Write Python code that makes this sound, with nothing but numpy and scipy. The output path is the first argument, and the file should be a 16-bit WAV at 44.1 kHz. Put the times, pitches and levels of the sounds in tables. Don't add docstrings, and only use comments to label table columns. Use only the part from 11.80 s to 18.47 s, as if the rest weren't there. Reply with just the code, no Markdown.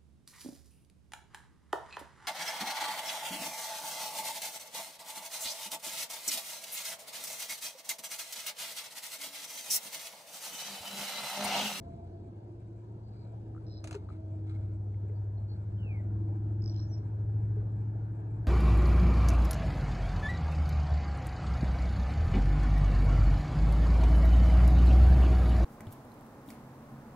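import sys
import numpy as np
from scipy import signal
from scipy.fft import rfft, irfft, next_fast_len
from scipy.io import wavfile
from scipy.ndimage import uniform_filter1d

SR = 44100
rng = np.random.default_rng(int(sys.argv[2]) if len(sys.argv) > 2 else 0)


def field_ratio(decibels):
    return 10 ** (np.asarray(decibels, dtype=float) / 20)


def pcm_store(signal):
    levels = np.round(np.clip(np.atleast_2d(signal), -1, 1) * 32767)
    wavfile.write(sys.argv[1], SR, levels.astype(np.int16).T)


N = 294147
T = np.arange(N) / SR

# freq_hz, level_db
WHINE_TONES = [(11897, -106), (12102, -108)]

# freq_hz, density_db
RUMBLE_SPECTRUM = [(18, -43), (30, -28), (42, -7.5), (70, 0), (110, -0.5), (160, -6), (250, -10), (340, -9),
                   (420, -11), (520, -22.5), (800, -45.5), (1500, -90)]
ROAR_SPECTRUM = [(120, -60), (250, -31.5), (450, -1), (550, -1), (680, 0), (800, -6.5), (950, -7.5),
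                 (1100, -21), (1600, -28.5), (2600, -49), (5000, -78)]
TREAD_SPECTRUM = [(500, -40.5), (800, 5.5), (1000, -4), (1300, -4.5), (1650, -3), (1900, -14),
                  (2400, -18.5), (3200, -37), (6000, -69)]
AIR_SPECTRUM = [(800, -40), (1900, -11.5), (2400, -10.5), (3300, -14.5), (4200, -11.5), (4900, -17.5),
                (5800, -16), (7500, -17), (9500, -20.5), (11500, -29.5), (12400, -27.5), (14000, -32),
                (20000, -38)]
# close_level_db, closing_share, breeze_share, gust_db
WASH_LAYERS = [
    (-49, .25, 1.2, .4),
    (-63.5, .12, .4, 0.63),
    (-67.5, 0.97, 0.42, 0.8),
    (-85.5, .01, .3, 0.16),
]
# time_s, level_db
BREEZE = [(0, 2.5), (.6, -0.5), (1.15, -0.5), (1.45, 0.5), (2.3, 1), (2.7, 0), (3.1, -2.5), (3.65, -2),
          (4.2, .5), (4.5, 1.5), (4.95, -1.5), (5.6, 1.5), (6.0, -.5), (6.4, 0), (6.67, -0.5)]
# freq_hz, likeness_0_to_1
PORT_LIKENESS = [(60, 0.96), (200, 1), (400, 0.67), (700, 0.57), (1200, 0.65), (2500, 0.42), (5000, .65),
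                 (7000, 0.56), (9000, 0.28), (12000, .1)]
# freq_hz, lead_rad
PORT_LEAD = [(0, 0), (430, 0.04), (690, -1.8), (1120, -2.5), (1550, -0.7), (2330, -2), (3010, -2.5),
             (4050, -5.5), (4570, -2.5), (5680, -2.0), (6370, 1), (8180, -0.3), (11600, -3), (11900, -1.8)]
# freq_hz, left_minus_right_db
PORT_TILT = [(60, 0), (190, 1.66), (350, -3.5), (630, 1.3), (1130, 3.5), (2020, 0.5), (11700, 0)]

# start_s, end_s, freq_hz, width_hz, level_db
HUMS = [
    (-.3, 2.3, 123.5, 2.4, -58),
    (-.3, 0.54, 678.3, 31, -58.5),
    (0, 1.35, 339.7, 45, -55.5),
    (1.6, 2.27, 321.6, 7.1, -55.5),
    (2.1, 3.04, 319.5, 3.6, -54),
    (2.1, 3.0, 641, 3, -67),
    (2.6, 2.9, 122, 16, -48),
    (4.2, 4.65, 469.3, 2.4, -66.5),
    (5.95, 6.5, 282.7, 4.5, -59.5),
]

# start_s, end_s
RATTLES = [(.107, .14), (.437, .49), (.797, .83), (.874, .89), (.962, 1.03), (1.337, 1.53), (1.826, 1.85),
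           (2.314, 2.34), (2.507, 2.57), (2.785, 2.85), (2.937, 2.97), (3.276, 3.3), (3.617, 3.65),
           (3.765, 3.84), (4.196, 4.26), (4.557, 4.57), (5.247, 5.29), (5.608, 5.655), (5.958, 6.03),
           (6.347, 6.42), (6.507, 6.52), (6.539, 6.585)]

# start_s, length_s, start_hz, end_hz, peak_db
SLIDES = [
    (3.975, 0.25, 3186, 1850, -62.5),
]
# start_s, length_s, pitch_hz, peak_db
PEEPS = [
    (3.345, .05, 4620, -83),
    (3.565, .04, 4280, -80.5),
    (3.676, .075, 4400, -73),
]
# start_s, length_s, end_hz, peak_db
CHIPS = [
    (4.822, .125, 5590, -67.5),
    (4.946, .125, 5430, -67),
    (5.077, 0.1, 5410, -64),
]
# start_s, end_s, start_hz, end_hz, level_db
CHURRS = [
    (4.819, 4.9, 5150, 4900, -59.5),
    (4.923, 5.01, 5050, 5300, -64.5),
    (4.838, 4.9, 4450, 4250, -73),
    (4.916, 5.02, 4100, 4250, -69.5),
    (4.866, 5.0, 3500, 3200, -75),
]
# start_s, end_s, start_hz, end_hz, level_db
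BUZZES = [
    (1.862, 1.992, 4120, 4050, -71.5),
    (1.862, 1.985, 5160, 5050, -74),
    (1.23, 1.29, 4550, 4450, -87),
    (1.31, 1.45, 4450, 4200, -84),
]

# start_s, end_s, level_db, grains_per_s
SCUFFS = [(2.04, 2.2, -69, 900), (2.15, 2.27, -75, 6000), (2.28, 2.38, -70, 3200),
          (2.645, 2.98, -73.5, 500), (2.655, 2.78, -69.5, 1000), (2.705, 2.735, -69.5, 2400),
          (.22, 0.31, -78.5, 2000), (3.09, 3.33, -81.5, 1500), (1.3, 1.52, -81, 2000),
          (3.7, 3.95, -78.5, 3000), (.01, 0.22, -78, 2700)]
# freq_hz, density_db
GRAVEL_SPECTRUM = [(650, -36), (1100, -7.5), (1310, 0), (1880, -19.5), (2200, -5.5), (2540, -21.5),
                   (4030, -16), (5670, -31), (7750, -24), (12200, -38), (15800, -66), (22000, -120)]

# start_s, peak_db, freq_hz, t60_s
KNOCKS = [(1.7484, -51, 1250, 0.021), (1.7644, -49, 1270, .02), (1.7774, -52.5, 1360, 0.037),
          (2.048, -41.5, 647, 0.065), (2.118, -41, 685, 0.044), (2.142, -49, 937, 0.097),
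          (2.147, -33.5, 413, 0.12), (2.159, -34, 392, 0.059), (2.2887, -42.5, 1240, 0.016),
          (2.3024, -46.5, 1270, .025), (2.76, -63.5, 2170, .04), (3.144, -59.5, 2100, .015),
          (3.297, -44, 415, .14), (3.298, -60.5, 2100, .012), (5.768, -38.5, 412, 0.19)]

# start_s, peak_db, low_part_db, top_end_db
SNAPS = [
    (2.0416, -40, -47, -18.5),
    (2.0735, -43.5, -48, -20.5),
    (2.1102, -43, -45, -20),
    (2.1278, -43, -49, -32.5),
    (2.1445, -51.5, -46, -34),
    (2.1501, -50, -46, -30.5),
]
# freq_hz, width_hz, level_db
REEL_MODES = [(641, 95, 0), (931, 38, -7), (1290, 80, -12), (1490, 66, -12), (2100, 160, -16),
              (4080, 190, -17.5), (6195, 57, -11), (6420, 71, -12), (6980, 100, -19)]
# freq_hz, density_db
SNAP_SPECTRUM = [(500, -25), (1000, -3.5), (1900, -11), (2500, 2), (3200, -10), (4200, -3), (5000, -11),
                 (6400, -5.5), (9000, -5.5), (11700, -16.5), (12400, -48.5)]

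# time_s, turns_per_s
TRUCK_SPEED = [(0, 10.8), (.25, 11.47), (.5, 12.98), (.64, 13.36), (.9, 13.56), (1.3, 13.66), (1.78, 13.74),
               (1.88, 13.55), (2.0, 12.72), (2.12, 12.4), (2.4, 12.33), (2.6, 12.55), (3.2, 12.62),
               (4.0, 12.84), (5.0, 13.11), (5.8, 13.31), (6.67, 13.48)]
# time_s, level_db
NEARNESS = [(0, -62), (.14, -52), (.33, -49), (1.1, -46), (1.75, -43), (2.0, -44), (2.4, -42), (2.8, -35),
            (3.75, -36.5), (4.25, -33), (4.6, -34.5), (4.8, -32.5), (5.2, -35), (5.58, -31), (5.85, -34),
            (6.2, -34.5), (6.4, -39.5), (6.67, -33)]
# order, close_level_db, nearness_share, closing_share
TRUCK_ORDERS = [(8, -34.5, 0.97, 0.064), (7, -50, 0.96, 0.36), (9, -48.5, 0.69, 0.63), (6, -49.5, 0.27, .8),
                (5, -53, 0.37, .8), (10, -58, .4, 1.1), (11, -53.5, 0.46, 2), (12, -61.5, 0.23, 1.1),
                (4, -64, 0.44, 0.31), (3, -64.5, 0.5, 1)]
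FAR_ORDERS = [(3, -53.5, 0.99, 0.2), (9, -57, 0.27, 0.53), (10, -57.5, .3, 0.45), (16, -58, 0.071, 1),
              (2, -61.5, .9, 0.12), (4, -53, .3, 0.36), (12, -68.5, .1, 1), (14, -67, .1, 1),
              (15, -63.5, .1, .7), (17, -66.5, 0.091, 0.86)]


def evened(x):
    return x / np.sqrt(np.mean(x ** 2) + 1e-20)


def read(points, hz):
    f, value = np.transpose(points)
    return np.interp(np.log(hz + 1), np.log(f + 1), value)


def follow(points, t):
    return np.interp(t, *np.transpose(points))


def add(mix, start_s, sound):
    part = mix[round(start_s * SR):][:len(sound)]
    part += sound[:len(part)]


def colour(x, points):
    size = next_fast_len(len(x))
    gain = field_ratio(read(points, np.fft.rfftfreq(size, 1 / SR)))
    return irfft(rfft(x, size) * gain, size)[:len(x)]


def resonate(x, hz, width_hz):
    return signal.lfilter(*signal.iirpeak(hz, hz / abs(width_hz), SR), x)


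def drift(top_hz, at_s):
    hz = np.geomspace(top_hz / 10, top_hz, 12)[:, None]
    t = T[::441]
    waves = np.sin(2 * np.pi * (hz * t + rng.random((12, 1)))) / np.sqrt(hz)
    return np.interp(at_s, t, evened(waves.sum(0)))


def roughness(noise, window_samples):
    return evened(signal.oaconvolve(noise, np.hanning(window_samples), "same"))


def closing_db(t):
    closing_db_per_s = 2.0
    return closing_db_per_s * (t - T[-1])


def whine():
    tones = np.zeros(N)
    for hz, db in WHINE_TONES:
        tones += np.sqrt(2) * field_ratio(db + 2.5 * drift(13.0, T)) * np.sin(2 * np.pi * hz * T)
    return (T > 2.68) * tones


def wash(patchy_db=2.0, flicker_db=0.74):
    frames, hz = N // 512 + 5, np.fft.rfftfreq(2048, 1 / SR)
    a, b, c, d, patches = rng.standard_normal((frames, 1025, 5)).T
    patches = evened(uniform_filter1d(uniform_filter1d(patches, 8, 0), 7, 1))
    flicker = evened(uniform_filter1d(rng.standard_normal(frames), 2))
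    same = np.clip(read(PORT_LIKENESS, hz), 0, 1)[:, None]
    left = a + 1j * b
    right = same * left + np.sqrt(1 - same ** 2) * (c + 1j * d)
    z = np.array([left, right]) * field_ratio(patchy_db * patches + flicker_db * flicker)
    t = np.arange(frames) * 512 / SR
    spectra = [RUMBLE_SPECTRUM, ROAR_SPECTRUM, TREAD_SPECTRUM, AIR_SPECTRUM]
    power = 0
    for spectrum, (db, close, breeze, gust_db) in zip(spectra, WASH_LAYERS):
        level_db = db + close * closing_db(t) + breeze * follow(BREEZE, t) + gust_db * drift(2.5, t)
        layer = field_ratio(level_db) * evened(field_ratio(read(spectrum, hz)))[:, None]
        power = power + layer ** 2
    overlap_gain = 0.041
    return overlap_gain * signal.istft(z * np.sqrt(power), nperseg=2048, noverlap=1536)[1][:, :N]


def hums():
    out = np.zeros(N)
    for start_s, end_s, hz, width_hz, db in HUMS:
        tone = evened(resonate(resonate(rng.standard_normal(N), hz, width_hz), hz, width_hz))
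        fade = np.sin(np.pi * np.clip((T - start_s) / (end_s - start_s), 0, 1)) ** 0.5
        out += field_ratio(db) * tone * fade
    return out


def insect(rattle_db=-78.0, low_db=-4.0):
    tick_start_s, tick_gap_s, tick_db, tick_hz = .0037, .08, -77.5, 7650
    rattle_gap_s = .0092
    ticks, rattles, t = np.zeros(N), np.zeros(N), np.arange(200) / SR
    at = np.arange(tick_start_s, N / SR, tick_gap_s)
    ticks[(at * SR).astype(int)] = field_ratio(tick_db + 1.5 * rng.standard_normal(len(at)))
    for start_s, end_s in RATTLES:
        at = np.arange(start_s, end_s, rattle_gap_s)
        rattles[(at * SR).astype(int)] = field_ratio(rattle_db + 1.8 * rng.standard_normal(size=40)[:len(at)])
    rise = 1.9 * (1 - np.exp(-t / 0.00026))
    modes = np.sin(2 * np.pi * tick_hz * t) + .5 * np.sin(2 * np.pi * 8300 * t)
    click = rise * field_ratio(-60 * t / .006) * modes
    low = rise * field_ratio(low_db - 60 * t / 0.031) * np.sin(2 * np.pi * 2330 * t)
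    return signal.oaconvolve(ticks, click)[:N] + signal.oaconvolve(rattles, click + low)[:N]


def whistles():
    slide_bend_per_s, chip_bend_per_s = 1.2, 48
    peep_sag_hz, chip_from_hz = 70, 7100
    calls = [(*row, slide_bend_per_s, .58) for row in SLIDES]
    calls += [(s, length, hz, hz - peep_sag_hz, db, slide_bend_per_s, .35) for s, length, hz, db in PEEPS]
    calls += [(s, length, chip_from_hz, to_hz, db, chip_bend_per_s, .66) for s, length, to_hz, db in CHIPS]
    out = np.zeros(N)
    for start_s, length_s, from_hz, to_hz, db, bend, top in calls:
        t = np.arange(round(length_s * SR)) / SR
        end = np.exp(-bend * length_s)
        fall = (np.exp(-bend * t) - end) / (1 - end)
        shape_db = np.interp(t / length_s, [0, top, .92, 1], [-17, 2, -6.5, -31.0])
        rough = 1 + .42 * roughness(rng.standard_normal(16000), 220)[:len(t)]
        tone = np.sin(2 * np.pi * np.cumsum(to_hz + (from_hz - to_hz) * fall) / SR)
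        add(out, start_s, np.sqrt(2) * field_ratio(db + shape_db) * rough * tone)
    return out


def trills():
    # rate_per_s, pulse_s, share of pitch lost in each pulse
    calls = [(*row, 53.5, .0075, 0.14) for row in CHURRS]
    calls += [(*row, 126, .012, 0.056) for row in BUZZES]
    swell_db, swell_s = -7, .045
    blur_per_db, clear_db = .024, -52
    out = np.zeros(N)
    for start_s, end_s, from_hz, to_hz, trill_db, rate, pulse_s, drop in calls:
        breathy = np.clip(blur_per_db * (clear_db - trill_db), 0, 1)
        t = np.arange(round(pulse_s * SR)) / SR
        chance, puffs = rng.standard_normal(size=(40, 3)), rng.standard_normal(size=(40, 900))
        for s, (loud, off, late), puff in zip(np.arange(start_s, end_s, 1 / rate), chance, puffs):
            hz = np.interp(s, [start_s, end_s], [from_hz, to_hz]) * (1 + .014 * off)
            sweep_hz = hz * (1 + drop * (.5 - t / pulse_s))
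            shape = np.hanning(len(t)) * (1 - breathy + breathy * roughness(puff, 110)[:len(t)])
            db = trill_db + swell_db * max(1 - (s - start_s) / swell_s, 0) + 11.0 + 1.6 * loud
            pulse = field_ratio(db) * shape * np.sin(2 * np.pi * np.cumsum(sweep_hz) / SR)
            add(out, s + 0.07 * breathy * late / rate, pulse)
    return out


def birds(echo_db=-9.0):
    out = whistles() + trills()
    t = np.arange(9000) / SR
    tail = rng.standard_normal(len(t)) * field_ratio(-60 * t / 0.26) * (t > .012)
    return out + field_ratio(echo_db) * signal.oaconvolve(out, tail / np.linalg.norm(tail))[:N]


def scuffs():
    out = np.zeros(N)
    for start_s, end_s, db, grains_per_s in SCUFFS:
        hit, size, hiss = rng.random(16000), rng.exponential(1, 16000), rng.standard_normal(16000)
        hits = (hit < grains_per_s / SR) * field_ratio(3.2 * np.minimum(size, 3))
        grains = signal.lfilter([1], [1, -.985], hits) * hiss
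        part = colour(grains, GRAVEL_SPECTRUM)[:round((end_s - start_s) * SR)]
        swell = signal.windows.tukey(len(part), .35) * np.linspace(1, .55, len(part))
        add(out, start_s, field_ratio(db) * evened(part) * swell)
    return out


def knocks():
    out, t = np.zeros(N), np.arange(8000) / SR
    for start_s, db, hz, t60_s in KNOCKS:
        soft_start = 1 - np.exp(-t * hz * 1.8)
        add(out, start_s, field_ratio(db - 60 * t / t60_s) * np.sin(2 * np.pi * hz * t) * soft_start)
    return out


def reel(ring_db=-15.0):
    rattle_t60_s, crack_t60_s = 0.1, 0.015
    out, t = np.zeros(N), np.arange(6000) / SR
    fade = np.clip(4 - 4 * t / t[-1], 0, 1) ** 2
    for start_s, db, low_db, top_db in SNAPS:
        decay = field_ratio(-60 * t / rattle_t60_s) * .5 + field_ratio(-60 * t / crack_t60_s)
        burst = rng.standard_normal(len(t)) * decay
        rings = np.zeros(len(t))
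        for hz, width_hz, mode_db in REEL_MODES:
            if hz > 2000:
                rings += field_ratio(.4 * mode_db) * np.sqrt(300 / width_hz) * resonate(burst, hz, width_hz)
        high = colour(colour(burst, SNAP_SPECTRUM), [(7000, 0), (11000, top_db + 16)])
        high = high / abs(high).max() + field_ratio(ring_db) * rings / abs(rings).max()
        low = resonate(burst, 700, 250) + 0.88 * resonate(burst, 1350, 350)
        add(out, start_s, (field_ratio(db) * high + field_ratio(low_db) * low / abs(low).max()) * fade)
    return out


def engine(speed, orders, lift_db, fading_db, flutter_db, wobble_rad):
    close_db = -35
    lift_s, lift_length_s, lift_full_order = 4.65, .5, 16
    t = T[::21]
    turns = np.cumsum(np.interp(t, T, speed)) * t[1]
    near_db = follow(NEARNESS, t) - close_db
    lift = lift_db * np.exp(-((t - lift_s) / lift_length_s) ** 4)
    out = np.zeros(len(t))
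    for k, (order, db, near, close) in enumerate(orders):
        level_db = db + lift * (order / lift_full_order) ** 2 + near * near_db + close * closing_db(t)
        level_db = level_db + (k > 0) * fading_db * drift(2.5, t)
        level_db = level_db + flutter_db * drift(7., t)
        phase = 2 * np.pi * (round(order) * turns + rng.random()) + wobble_rad * drift(5., t)
        out += np.sqrt(2) * field_ratio(level_db) * np.cos(phase)
    return signal.resample_poly(out, 21, 1)[:N]


def traffic():
    truck = engine(follow(TRUCK_SPEED, T), TRUCK_ORDERS,
                   lift_db=-0.5, fading_db=2.2, flutter_db=0.8, wobble_rad=0.13)
    far_start_hz, far_sag_hz_per_s = 21.045, .144
    far = engine(far_start_hz - far_sag_hz_per_s * T, FAR_ORDERS,
                 lift_db=9., fading_db=1.75, flutter_db=2.0, wobble_rad=.25)
    return truck + far


def ports(x, leak=0.54):
    size = next_fast_len(N)
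    hz = np.fft.rfftfreq(size, 1 / SR)
    half = field_ratio(read(PORT_TILT, hz) / 2) * np.exp(.5j * follow(PORT_LEAD, hz))
    even = np.hypot(1, leak) / np.hypot(abs(half + 1 / half) / 2, leak)
    return irfft(rfft(x * np.ones((2, 1)), size) * [half * even, even / half], size)[:, :N]


def scene():
    around = wash() + traffic() + hums() + 0.76 * reel() + scuffs() + birds()
    near = field_ratio(np.array([[1.2], [-1.2]])) * knocks() + .7 * reel()
    return ports(around) + near + insect() + whine()


def low_pass(x):
    return signal.sosfilt(signal.butter(12, 12340, fs=SR, output="sos"), x)


def record(dry):
    low_cut = signal.butter(3, 37, "highpass", fs=SR, output="sos")
    mix = signal.sosfilt(low_cut, dry)
    return low_pass(mix)


dry = scene()
out = record(dry)
pcm_store(out)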